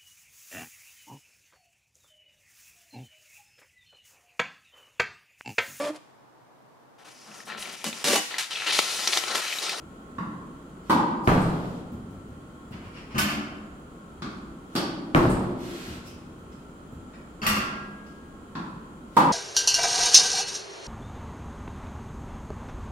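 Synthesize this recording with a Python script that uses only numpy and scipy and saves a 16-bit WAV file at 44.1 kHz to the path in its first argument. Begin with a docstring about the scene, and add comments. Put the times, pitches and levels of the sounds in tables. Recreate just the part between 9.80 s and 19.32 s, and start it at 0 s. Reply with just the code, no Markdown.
"""Tennis practice in a hard-walled room, heard at two spaced microphones. Ventilation hums throughout. A ball
bounces at the far end; the racket swishes through the air and strikes, making the hollow shell pop. The ball
slams into the padded wall nearby, the net slides, and the ball drops and bounces softly. Shoes squeak, scuff
and thud meanwhile; then the wire fence rattles and its bars ring on. The sequence comes a second time, and a
third bounce and stroke die away in the reverberation."""
import sys
import numpy as np
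from scipy import signal
from scipy.fft import rfft, irfft, next_fast_len
from scipy.io import wavfile

SR = 44100
rng = np.random.default_rng(int(sys.argv[2]) if len(sys.argv) > 2 else 0)


def materialize(psi):
    """Save the field psi as 16-bit PCM at rate SR to the path in sys.argv[1].

    A 1-D psi becomes a single channel; in a 2-D psi each row is a channel.
    """
    bounded = np.clip(np.atleast_2d(psi).T, -1, 1)
    quanta = np.round(bounded * 32767).astype(np.int16)
    wavfile.write(sys.argv[1], SR, quanta)


N = 419832
T = np.arange(SR) / SR  # the second that follows a blow

# reverberation time of the room: frequency_hz, t60_s
ROOM_DECAY = [(60, 0.92), (250, 1.79), (600, 1.46), (1100, 1.076), (2500, 0.81), (5000, 0.67), (9000, 0.45),
              (15000, 0.25)]
# spectra of the ventilation's rush and hiss: frequency_hz, level_db
RUSH_SPECTRUM = [(12, -48), (20, -9.5), (55, -2), (85, -5), (103, -12), (153, -3), (245, -3), (279, -3),
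                 (482, -11), (676, -16.5), (1020, -17.5), (1080, -18), (1150, -18), (1380, -13.5),
                 (1800, -31.5), (2340, -66), (3960, -120)]
HISS_SPECTRUM = [(1060, -58), (1800, 3.5), (2280, -1.5), (2410, -0.5), (2760, -3), (3190, 2), (3630, -6.5),
                 (3970, -4.5), (5570, -13), (6210, -7.5), (7520, -5), (8390, -10), (9350, -6),
                 (11400, -17.5), (15900, -16.5)]
# fan tones: pitch_hz, level_db
FAN_TONES = [(242, -58), (1082, -62), (1340, -63), (7294, -78.5)]
# the net sliding after each slam: start_s, level_db, length_s
NET_SLIDES = [(1.622, -54, 0.36), (5.775, -43.5, .39)]
# spectra of rubbing fibres, a soft thud and a gritty scuff: frequency_hz, level_db
FIBRE_SPECTRUM = [(710, -9), (1200, -7.5), (1380, -3.5), (1610, -7), (2880, -9), (4250, -10), (4830, -13),
                  (12900, -23.5), (15900, -31)]
THUD_SPECTRUM = [(30, -32), (80, 6), (150, -0.5), (250, 0.5), (500, -20), (2000, -44)]
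GRIT_SPECTRUM = [(300, -7), (900, 2), (2800, 5), (3800, -5.5), (5200, -2.5), (7000, -15.5), (12000, -27.5),
                 (16000, -38)]
# soft footfalls: start_s, level_db
FOOTFALLS = [(2.91, -41.5), (3.052, -48), (7.125, -44.5)]
# shoe scuffs: start_s, level_db, length_s, tilt_db_per_octave
SHOE_SCUFFS = [(1.425, -54, 0.052, 13), (2.913, -47, 0.035, -3.5), (3.012, -52, 0.072, -3.5),
               (3.127, -47, .07, -1.5), (3.292, -49, 0.048, -2), (6.238, -51.5, 0.055, 9.5),
               (6.716, -62.5, 0.011, 4.5), (7.332, -51.5, .012, -4.5), (8.255, -63, .03, 5)]
# rubber squeaks: start_s, level_db, final_pitch_hz
SHOE_SQUEAKS = [(1.613, -54, 7830), (5.495, -46, 7640)]
# knocks on the fence: start_s, chatter_db, chatter_t60_s, frame_db, bars_db, clack_db
FENCE_KNOCKS = [(3.345, -34, 0.079, -27.5, -52, -62), (3.381, -24, 0.045, -32.5, -40, -34),
                (3.485, -36.5, 0.15, -45, -43, -41.5), (7.618, -30, 0.16, -32, -38, -57),
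                (7.666, -25, 0.033, -30, -28, -29), (7.755, -33, 0.085, -39, -40.5, -41.5)]
# spectrum of a wire contact: frequency_hz, level_db
WIRE_SPECTRUM = [(260, -32), (480, -13), (690, -7), (900, -9.5), (1100, 0), (1400, -3.5), (1620, -1.5),
                 (2200, -9), (2750, -1), (3800, -14.5), (4600, -10.5), (8000, -17), (10800, -21),
                 (12700, -15), (16000, -29)]
# modes of the fence frame, fence bars, wall panel and racket: pitch_hz, level_db, t60_s
FRAME_MODES = [(85.6, -8, 0.12), (145, -5, 0.08), (210.1, 0.5, 0.14), (291, -7, 0.52), (371.4, -11.5, 0.28)]
BAR_MODES = [(1080, -6, 0.42), (1379, 3, 0.81), (1510, -5, 0.18), (1635, -1.5, 1.63), (2014, -5, .1),
             (2172, -2.5, 0.12), (2708, -1, 0.062), (2780, -2, 0.021), (4560, -0.5, 0.019),
             (5150, -7.5, 0.075)]
PANEL_MODES = [(50.5, -4, 1), (80.4, -17, 0.55), (126, -6.5, 0.29), (193.4, -3, 0.47), (254.8, -16, 0.42)]
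RACKET_MODES = [(3480, -10, .008), (4600, -1, 0.011), (5300, -6, .006)]
# the spent ball landing below the wall: start_s, level_db, first_flight_s
BALL_DROPS = [(2.12, -40.5, .19), (6.08, -42, .26)]
# ball on the end wall: start_s, front_db, slap_db, boom_db, boom_hz, sway_db
WALL_SLAMS = [(1.474, -3, -17, -23.5, 183, -24.5), (5.348, 6, -17, -23.5, 352, -24.5)]
# spectra of the wall's slap, the ball's thump, felt on court and on strings: frequency_hz, level_db
SLAP_SPECTRUM = [(25, -17), (45, -6.5), (85, -3.5), (130, 3.5), (190, 2), (260, 5.5), (340, 0.5), (430, -2),
                 (700, -5.5), (1200, -4), (1900, -16.5), (4000, -31.5), (7000, -39), (16000, -48)]
THUMP_SPECTRUM = [(35, -59), (90, -11), (130, -4), (175, 5), (240, 3.5), (330, 5.5), (450, -12), (700, -8),
                  (1500, -18.5), (5000, -56)]
COURT_SPECTRUM = [(60, -43), (300, 11.5), (800, 6.5), (1400, 11.5), (2100, 7.5), (2700, -1), (4200, 1),
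                  (6500, -14.5), (10000, -31), (16000, -48)]
FELT_SPECTRUM = [(60, -48), (250, -30.5), (550, 12.5), (1300, 8), (2100, -1.5), (2700, -1.5), (3200, -0.5),
                 (4400, -3.5), (6000, -11.5), (9000, -11), (11000, -17.5), (12700, -15), (16000, -26)]
# modes of the hollow ball: pitch_ratio, level_db, t60_s
SHELL_MODES = [(1.03, 12, 0.021), (1.245, 2, 0.04), (1.032, -12.5, 0.051)]
# ball on the court: start_s, thump_db, pop_db, pop_base_hz, crack_db, crack_tilt_db_per_octave
COURT_BOUNCES = [(.383, -33.5, -35, 1073, -43.5, -4.5), (4.421, -34.5, -40, 1120, -43, 4.5),
                 (8.753, -35, -36.5, 1054, -43.5, 1)]
# racket on ball: start_s, thump_db, pop_db, pop_base_hz, crack_db, crack_tilt_db_per_octave, frame_db
RACKET_STROKES = [(1.097, -19.5, -19.5, 963, -32.5, -1, -56), (4.953, -25.5, -38.5, 1176, -32, .5, -38),
                  (9.367, -19.5, -15, 948, -33, 0.5, -77)]

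MIC_SPACING_M, SOUND_SPEED_M_S = 0.1536, 343


def amp(db):
    """Amplitude ratio of a level in decibels."""
    return 10 ** (np.asarray(db) / 20)


def unit(x):
    """Normalisation to unit mean power."""
    return x / np.sqrt(np.mean(x ** 2) + 1e-20)


def blow(x, db):
    """Equal energy: a transient is scaled to match a tenth of a second of steady sound at db."""
    return amp(db) * x * np.sqrt(SR / 10 / (np.sum(x ** 2) + 1e-20))


def fade(t, t60):
    """Exponential damping: 60 dB in t60 seconds, or in a millisecond if t60 is shorter."""
    return np.exp(-np.log(1000) * t / np.maximum(t60, 1e-3))


def along(points, hz):
    """Interpolation on a logarithmic frequency axis."""
    frequencies, values = np.transpose(points)
    return np.interp(np.log(hz + 1), np.log(frequencies + 1), values)


def filtered(x, response):
    """Linear filtering: the spectrum is multiplied by a frequency response."""
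    size = x.shape[-1]
    padded = next_fast_len(size + SR // 4)
    return irfft(rfft(x, padded) * response(np.fft.rfftfreq(padded, 1 / SR)), padded)[..., :size]


def pulse(spectrum, tilt=0):
    """Minimum phase: the shortest causal pulse with this spectrum, tilted in dB per octave."""
    hz = np.fft.rfftfreq(SR, 1 / SR)
    level_db = np.maximum(along(spectrum, hz), -90) + tilt * np.log2(hz + 100)
    cepstrum = irfft(np.log(amp(level_db)))
    cepstrum[1:SR // 2] *= 2
    cepstrum[SR // 2 + 1:] = 0
    return irfft(np.exp(rfft(cepstrum)))


def ring(modes):
    """Free vibration: a sum of damped modes, their energies scattered by about 1 dB."""
    return sum(blow(np.sin(2 * np.pi * hz * T) * fade(T, t60), db + rng.standard_normal())
               for hz, db, t60 in modes)


def grains(envelope, spectrum, tilt, spread_db):
    """Contact noise: many tiny impacts of uneven size superpose under an envelope."""
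    contacts = rng.standard_normal(SR) * amp(spread_db * rng.standard_normal(SR))
    return signal.fftconvolve(contacts * envelope, pulse(spectrum, tilt))[:SR]


def diffuse(size):
    """A diffuse field is coherent at two microphones only for waves longer than their spacing."""
    def weights(hz):
        coherence = np.sinc(2 * hz * MIC_SPACING_M / SOUND_SPEED_M_S)
        angle = np.arccos(coherence) / 2
        return np.array([np.cos(angle), np.sin(angle)])
    mid, side = filtered(rng.standard_normal((2, size)), weights)
    return np.array([mid + side, mid - side])


def arrival(delay_s, bearing):
    """Path difference: a ray meets the nearer microphone first; bearing is -1 (right) to 1 (left)."""
    lag_s = delay_s + np.array([[-.5], [.5]]) * bearing * MIC_SPACING_M / SOUND_SPEED_M_S
    offset = (T[:SR // 8] - lag_s - 2e-4) * SR
    return np.sinc(offset) * np.exp(-(offset / 10) ** 2)


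def room(x, bearing, direct_db, walls_db, build_s, echo_db):
    """Reverberation: direct sound, early reflections, a dull echo and a tail that loses treble first."""
    hz, t, spectra = signal.stft(diffuse(3 * SR // 2), SR, nperseg=512)
    t60 = along(ROOM_DECAY, hz)[:, None]
    response = signal.istft(spectra * fade(t, t60) / np.sqrt(t60), SR, nperseg=512)[1]
    build_up = 1 - np.exp(-np.arange(response.shape[1]) / SR / build_s)
    response *= build_up * np.sqrt(2 * np.log(1000) / SR)
    echo = filtered(arrival(.104, 0), lambda hz: 1 / (1 + 1j * hz / 900))  # off the opposite wall
    rays = amp(direct_db) * arrival(0, bearing) + amp(echo_db) * echo
    for lateness, side in rng.random((12, 2)):
        delay_s = .003 + .05 * lateness ** 2
        gain = amp(walls_db) * fade(delay_s, 0.63) * rng.choice([-1, 1])
        rays += gain * arrival(delay_s, 2 * side - 1)
    response[:, :rays.shape[1]] += rays
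    return signal.fftconvolve(x[None], response, axes=1)


def far(x):
    """Propagation from the player's end, slightly to the right: the direct sound is weak."""
    return room(x, bearing=-0.22, direct_db=-13, walls_db=-21, build_s=0.0005, echo_db=-23)


def near(x):
    """Propagation from close by on the left: the direct sound is stronger."""
    return room(x, bearing=0.856, direct_db=-9.5, walls_db=-17.5, build_s=0.0023, echo_db=-14)


def add(out, start_s, x):
    """Superposition of x from start_s onward."""
    start = max(round(start_s * SR), 0)
    out[:, start:start + x.shape[1]] += x[:, :N - start]


def ventilation():
    """Steady diffuse noise: a low rush of air, a faint hiss and narrow fan tones."""
    rush = unit(filtered(diffuse(N), lambda hz: amp(along(RUSH_SPECTRUM, hz))))
    hiss = unit(filtered(diffuse(N), lambda hz: amp(along(HISS_SPECTRUM, hz))))
    tones = sum(amp(db) * unit(filtered(diffuse(N), lambda hz: 1 / (1 + ((hz - fan_hz) / 4) ** 2)))
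                for fan_hz, db in FAN_TONES)
    return amp(-45.5) * rush + amp(-62) * hiss + tones


def net_and_swing():
    """Fibre friction grows with speed: the net slides and settles; the racket swishes through the air up to
    each stroke."""
    t, level = np.arange(N) / SR, np.zeros(N)
    for start_s, db, length_s in NET_SLIDES:
        progress = np.clip((t - start_s) / length_s, 0, 1)
        speed = 4 * progress * (1 - progress)
        level += amp(db) * speed ** 0.28
    rise_s, fall_s = 0.037, .01
    for contact_s, *_ in RACKET_STROKES:
        level += amp(-50) * np.exp(-np.maximum((contact_s - t) / rise_s, (t - contact_s) / fall_s))
    contacts = rng.standard_normal(N) * amp(5.7 * rng.standard_normal(N))
    rubbing = unit(filtered(contacts, lambda hz: amp(along(FIBRE_SPECTRUM, hz))))
    return near(level * rubbing)[:, :N]


def shoes():
    """Impact and friction of rubber soles: soft thuds, gritty scuffs and short falling squeaks."""
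    out = np.zeros((2, N))
    for start_s, db in FOOTFALLS:
        add(out, start_s, near(blow(pulse(THUD_SPECTRUM), db)))
    for start_s, db, length_s, tilt in SHOE_SCUFFS:
        swell = np.sin(np.pi * np.minimum(T / length_s, 1))
        add(out, start_s, far(blow(grains(swell, GRIT_SPECTRUM, tilt, spread_db=8), db)))
    for start_s, db, final_hz in SHOE_SQUEAKS:
        pitch_hz = final_hz * (1 + .15 * np.exp(-T / .005) + .3 * rng.standard_normal(SR))
        squeak = np.sin(2 * np.pi * np.cumsum(pitch_hz) / SR) * fade(T, 0.06)
        add(out, start_s, far(blow(squeak, db)))
    return out


def spent_ball(count, flight_ratio=.92, loss_db=4):
    """Inelastic bouncing: the fallen ball loses energy, so each landing comes sooner and softer."""
    out = np.zeros((2, N))
    for start_s, db, first_flight_s in BALL_DROPS:
        for bounce in range(count):
            landing_s = start_s + first_flight_s * np.sum(flight_ratio ** np.arange(bounce))
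            add(out, landing_s, near(blow(pulse(THUD_SPECTRUM), db - loss_db * bounce)))
    return out


def fence():
    """Impact excitation: mesh clacks on its post, wires chatter, bars ring and the frame hums low."""
    out = np.zeros((2, N))
    for start_s, chatter_db, t60, frame_db, bars_db, clack_db in FENCE_KNOCKS:
        hardness_db = clack_db + 36  # harder knocks rise sooner and sound brighter
        rise_s = 0.0021 / amp(hardness_db)
        tilt = -0.54 + 0.17 * hardness_db
        envelope = (1 - np.exp(-T / rise_s)) * fade(T, t60)
        chatter = blow(grains(envelope, WIRE_SPECTRUM, tilt, spread_db=-0.5), chatter_db - 1.5)
        frame = blow(ring(FRAME_MODES) * (1 - np.exp(-T / 0.0036)), frame_db)
        clack = blow(pulse(WIRE_SPECTRUM, tilt), clack_db)
        bars = blow(ring(BAR_MODES), bars_db)
        add(out, start_s, near(clack + chatter + bars + frame))
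    return out


def disperse(x, delay_s):
    """Dispersion: bending waves carry the treble first; delay_s is the group delay at 300 Hz."""
    return filtered(x, lambda hz: np.exp(-4j * np.pi * delay_s * np.sqrt(300 * hz)))


def wavefront(db, pitch_hz=2030, cutoff_hz=2660):
    """Directional radiation: about one steep cycle, dulled by padding, is beamed at the microphones."""
    cycle = -amp(db) * np.sin(2 * np.pi * pitch_hz * T) * fade(T, 0.001)
    dulled = filtered(cycle, lambda hz: 1 / (1 + 1j * hz / cutoff_hz - (hz / cutoff_hz) ** 2))
    return signal.fftconvolve(dulled[None], arrival(0, 0.61), axes=1)


def end_wall():
    """A struck panel: a sharp front, a dull slap and a boom whose pitch depends on the spot hit."""
    out = np.zeros((2, N))
    for start_s, front_db, slap_db, boom_db, boom_hz, sway_db in WALL_SLAMS:
        slap = blow(pulse(SLAP_SPECTRUM), slap_db)
        boom = blow(ring([(boom_hz, 0, .1)]), boom_db)
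        sway = blow(ring(PANEL_MODES), sway_db)
        flap = blow(grains(fade(T, 1.0), FELT_SPECTRUM, tilt=0, spread_db=2), slap_db - 17.5)
        add(out, start_s, wavefront(front_db))
        add(out, start_s + .001, near(disperse(slap + boom + sway, delay_s=0.001956) + flap))
    return out


def ball(thump_db, pop_db, pop_base_hz, crack_db, crack_tilt, surface, dwell_s, thump_tilt):
    """Elastic impact: the ball squashes with a thump and a crack of felt, then pops as it springs back."""
    thump = blow(pulse(THUMP_SPECTRUM, thump_tilt), thump_db)
    crack = blow(pulse(surface, crack_tilt), crack_db)
    shell = ring([(pop_base_hz * ratio, db, t60) for ratio, db, t60 in SHELL_MODES])
    # so small a shell radiates little bass; the pop lags by the contact time
    pop = filtered(shell, lambda hz: hz / (hz - 450j) * np.exp(-2j * np.pi * hz * dwell_s))
    return thump + blow(pop, pop_db) + crack


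def player():
    """Contact time in bounces and strokes: yielding strings hold the ball longer than the court does."""
    out = np.zeros((2, N))
    for start_s, *hit in COURT_BOUNCES:
        add(out, start_s, far(ball(*hit, COURT_SPECTRUM, dwell_s=0.001072, thump_tilt=-6)))
    for start_s, *hit, frame_db in RACKET_STROKES:
        add(out, start_s, far(ball(*hit, FELT_SPECTRUM, dwell_s=0.002526, thump_tilt=0.56)))
        frame = blow(ring(RACKET_MODES), frame_db)
        snap = blow(pulse(FELT_SPECTRUM, tilt=0.11), -33)  # the strings slide back into place
        add(out, start_s + 0.0082, far(frame + snap))
    return out


def scene():
    """Superposition: the pressures of all sources add at the two microphones."""
    return player() + end_wall() + spent_ball(count=3) + fence() + shoes() + net_and_swing() + ventilation()


def record(dry, ceiling=.92, band_limit_hz=15900):
    """Soft saturation rounds the highest peaks; a low-pass removes everything above the band limit."""
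    rounded = dry / (1 + np.abs(dry / ceiling) ** 6) ** (1 / 6)
    return filtered(rounded, lambda hz: hz < band_limit_hz)


dry = scene()
out = record(dry)
materialize(out)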